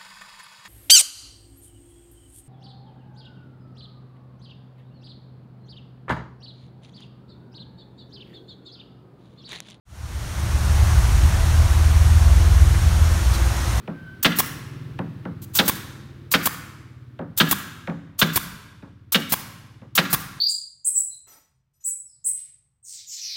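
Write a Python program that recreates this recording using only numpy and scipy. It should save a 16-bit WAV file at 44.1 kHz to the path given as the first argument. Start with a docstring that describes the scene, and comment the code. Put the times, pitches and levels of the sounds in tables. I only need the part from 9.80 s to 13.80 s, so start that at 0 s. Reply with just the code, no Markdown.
"""Rushing water fades in over the first second: it sprays through the leaking gates of a canal lock
and plunges into the stone chamber, some distance from the microphone. Close by, a boat engine throbs
with its uneven firings and speeds up a little, over its own exhaust rumble and a thin machine hum.
A faint, distant tone rings once, and one short spurt of hiss comes near the end. Heard in mono."""
import sys
import numpy as np
from scipy import signal
from scipy.fft import rfft, irfft
from scipy.io import wavfile
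from scipy.ndimage import uniform_filter1d

SR = 44100
rng = np.random.default_rng(int(sys.argv[2]) if len(sys.argv) > 2 else 0)


def file_out(sig):
    """Save sig as 16-bit WAV at sys.argv[1]."""
    # one column per channel
    cols = np.atleast_2d(sig).T
    # limit, then scale
    lim = np.clip(cols, -1, 1)
    pcm = np.round(lim * 32767).astype(np.int16)
    wavfile.write(sys.argv[1], SR, pcm)


N = 176400
TIME = np.arange(N) / SR
FREQS = np.fft.rfftfreq(N, 1 / SR)


def gain_of(db):
    """Decibels to gain."""
    return 10 ** (np.asarray(db) / 20)


def unit_rms(x):
    """Scales to rms 1."""
    return x / np.sqrt(np.mean(abs(x) ** 2) + 1e-20)


def envelope(points):
    """Gain along straight lines in dB between (time_s, level_db) points."""
    return gain_of(np.interp(TIME, *np.transpose(points)))


def coloured(x, spectrum):
    """Filters x through (freq_hz, relative_db) points, at rms 1."""
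    hz, db = np.transpose(spectrum)
    response = gain_of(np.interp(np.log(FREQS + 1), np.log(hz), db))
    return unit_rms(irfft(rfft(x) * response, N))


def drift(rate_hz):
    """Slow random motion of rms 1, up to about the given rate."""
    return unit_rms(irfft(rfft(rng.standard_normal(N)) * np.exp(-(FREQS / rate_hz) ** 2), N))


def tone(turns, wander, wander_hz):
    """A tone of rms 1 whose strength and phase waver."""
    waver = 1 + wander * (drift(wander_hz) + 1j * drift(wander_hz)) / np.sqrt(2)
    return unit_rms((waver * np.exp(2j * np.pi * turns)).real)


def churn(patch_db, patch_hz, patch_s, flicker_db):
    """Noise with loud and soft patches in time and pitch, and a quick flicker shared by all pitches."""
    size, hop = 512, 128
    frames = signal.stft(rng.standard_normal(N), nperseg=size, noverlap=size - hop)[2].T
    patches = rng.standard_normal(frames.shape)
    patches = uniform_filter1d(patches, round(patch_s * SR / hop), axis=0)
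    patches = unit_rms(uniform_filter1d(patches, round(patch_hz * size / SR), axis=1))
    flicker = unit_rms(uniform_filter1d(rng.standard_normal(len(frames)), size=4))
    frames *= gain_of(patch_db * patches + flicker_db * flicker[:, None])
    return unit_rms(signal.istft(frames.T, nperseg=size, noverlap=size - hop)[1][:N])


# Colour of the water falling into the chamber: freq_hz, relative_db
RUSH_SPECTRUM = [(100, 2), (260, 2.5), (430, -3), (650, 1), (1000, 1.5), (1500, 0), (2100, -4),
                 (3000, -9.5), (5000, -15.5), (16000, -32)]
# Its strength from a distance: time_s, level_db
RUSH_LEVELS = [(0, -31), (1, -31), (1.7, -31.5), (2.7, -32.5), (3.4, -32.5), (4, -31)]

def water_rush():
    """Leaking water plunges into the stone chamber, some way off."""
    water = churn(patch_db=1.0, patch_hz=301.2, patch_s=0.034, flicker_db=0.13)
    return envelope(RUSH_LEVELS) * coloured(water, RUSH_SPECTRUM)


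# Colour of the spray at the gates: freq_hz, relative_db
SPRAY_SPECTRUM = [(500, -15), (1800, -10), (3000, -0.5), (4300, -1), (5600, 1.5), (6600, 1), (7600, -3.5),
                  (8900, -1.5), (9900, -2.5), (11500, -5.5), (13500, -10), (15700, -14)]
# Its strength from a distance: time_s, level_db
SPRAY_LEVELS = [(0, -34.5), (1.2, -35), (2.6, -36), (4, -35)]

def gate_spray(drops_per_s=3000, drop_spread_db=3, drop_gain=0.24):
    """Jets from the gate seams break into mist and a dense patter of drops."""
    mist = churn(patch_db=0.64, patch_hz=700, patch_s=0.043, flicker_db=0.0)
    sizes = gain_of(drop_spread_db * np.minimum(rng.exponential(1, N), 4))
    signs = rng.choice([-1, 1], N)
    landings = rng.random(N) < drops_per_s / SR
    drops = unit_rms(sizes * signs * landings)
    return envelope(SPRAY_LEVELS) * coloured(mist + drop_gain * drops, SPRAY_SPECTRUM)


# Colour of the spurt: freq_hz, relative_db
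SPURT_SPECTRUM = [(1500, -28), (3000, -3), (4100, 3), (5500, 1), (9000, -9), (13000, -9), (15200, -14)]

def spurt(peak_s=3.549, width_s=0.014, peak_db=-32):
    """One brief burst of hiss stands out of the spray."""
    swell = np.exp(-0.5 * ((TIME - peak_s) / width_s) ** 2)
    return gain_of(peak_db) * swell * coloured(rng.standard_normal(N), SPURT_SPECTRUM)


# The boat engine running near the microphone: time_s, cycle_hz, firing_db, uneven_beat_db
ENGINE_RUN = [(0.2, 18.0, -28, -28), (0.55, 18.12, -24, -38), (0.9, 18.42, -19, -26),
              (1.3, 18.95, -22, -23), (1.7, 19.47, -16, -27), (2.1, 19.65, -16, -20),
              (2.45, 19.74, -15, -17), (2.8, 19.94, -17, -16), (2.95, 20.03, -19, -21),
              (3.25, 20.1, -16, -24), (3.45, 20.06, -25, -19), (3.62, 20.02, -29, -18),
              (3.95, 19.94, -35, -27)]
# Exhaust harmonics, even ones relative to the firing note, odd to the uneven beat: order, relative_db
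EXHAUST_ORDERS = [(2, -11), (3, -0.3), (4, -0.2), (5, -9.5), (6, -14.5), (7, -27.5), (8, -21), (9, -28),
                  (10, -34.5), (11, -32)]

def boat_engine(pipe_smear_turns=0.0755):
    """Four firings a cycle, unequal in strength: the orders line up into one throb per cycle."""
    time_s, _, firing_db, uneven_beat_db = np.transpose(ENGINE_RUN)
    cycles = engine_cycles()
    throb = np.zeros(N)
    for order, relative_db in EXHAUST_ORDERS:
        level_db = np.interp(TIME, time_s, uneven_beat_db if order % 2 else firing_db)
        apart = abs(order - 4)  # orders far from the firing note waver more
        turns = order * cycles + pipe_smear_turns * apart ** 2  # the pipe spreads each throb
        harmonic = tone(turns, wander=0.15 * (1 + 0.45 * apart), wander_hz=3.5)
        throb += gain_of(level_db + relative_db) * harmonic
    return throb


def engine_cycles(throb_at_s=2.418):
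    """Engine cycles, counted from one throb."""
    time_s, cycle_hz = np.transpose(ENGINE_RUN)[:2]
    turns = np.cumsum(np.interp(TIME, time_s, cycle_hz)) / SR
    return turns - np.interp(throb_at_s, TIME, turns)


# Colour of the exhaust between the lock walls: freq_hz, relative_db
RUMBLE_SPECTRUM = [(22, -12), (33, -6), (44, -7.5), (56, 0.5), (70, 3.5), (90, -2), (112, -1), (132, -9.5),
                   (155, -19), (185, -13.5), (230, -34.5), (330, -29), (600, -73)]
# Its strength close by: time_s, level_db
RUMBLE_LEVELS = [(0, -19.5), (.5, -18.5), (1.05, -18.5), (1.55, -17.5), (2.1, -25), (2.9, -20.5),
                 (3.4, -23), (4, -23.5)]

def exhaust_rumble(throb_depth=0.14):
    """The exhaust gurgles between the lock walls, swelling with each engine cycle."""
    swell = 1 + throb_depth * np.cos(2 * np.pi * engine_cycles())
    puffs = swell * rng.standard_normal(N)
    return envelope(RUMBLE_LEVELS) * coloured(puffs, RUMBLE_SPECTRUM)


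# Machine tones behind the engine: pitch_hz, midway_level_db
HUM_TONES = [(338.5, -47), (6440, -63)]

def machine_hum(rise_db_per_s=1.5):
    """Thin, wavering machine tones slowly grow louder."""
    tones = sum(gain_of(db) * tone(hz * TIME, wander=0.6, wander_hz=5.4) for hz, db in HUM_TONES)
    return tones * gain_of(rise_db_per_s * (TIME - TIME.mean()))


def distant_ring(start_s=1.545, pitch_hz=662, level_db=-40, attack_s=0.035, fall_db_per_s=22):
    """Far off, a faint wavering tone comes up quickly and dies away in the chamber."""
    age_s = np.maximum(TIME - start_s, 0)
    attack = np.minimum(age_s / attack_s, 1)
    decay = gain_of(level_db - fall_db_per_s * age_s)
    return attack * decay * tone(pitch_hz * TIME, wander=0.78, wander_hz=14)


def scene():
    """At the lock, in one channel: water at a distance, the engine close by."""
    water = water_rush() + gate_spray() + spurt()
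    boat = boat_engine() + exhaust_rumble() + machine_hum()
    return (water + boat + distant_ring())[None]


# Dips in the microphone's response: centre_hz, width_hz, depth_db
MICROPHONE_DIPS = [(4930, 204, 3.5), (10420, 290, 4.5)]

def record(dry, low_cut_hz=29, high_cut_hz=15720, fade_start_s=0.051, fade_end_s=1.06):
    """The microphone's colour and low cut, a straight fade-in and a steep high cut."""
    dips_db = sum(db * np.exp(-0.5 * ((FREQS - hz) / width) ** 2) for hz, width, db in MICROPHONE_DIPS)
    low_cut = 1 / np.sqrt(1 + (low_cut_hz / (FREQS + 1)) ** 12)
    picked_up = irfft(rfft(dry) * gain_of(-dips_db) * low_cut, N)
    fade_in = np.clip((TIME - fade_start_s) / (fade_end_s - fade_start_s), 0, 1)
    high_cut = signal.firwin(1023, high_cut_hz, window=("kaiser", 9), fs=SR)
    return signal.oaconvolve(picked_up * fade_in, high_cut[None], "same")


dry = scene()
out = record(dry)
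file_out(out)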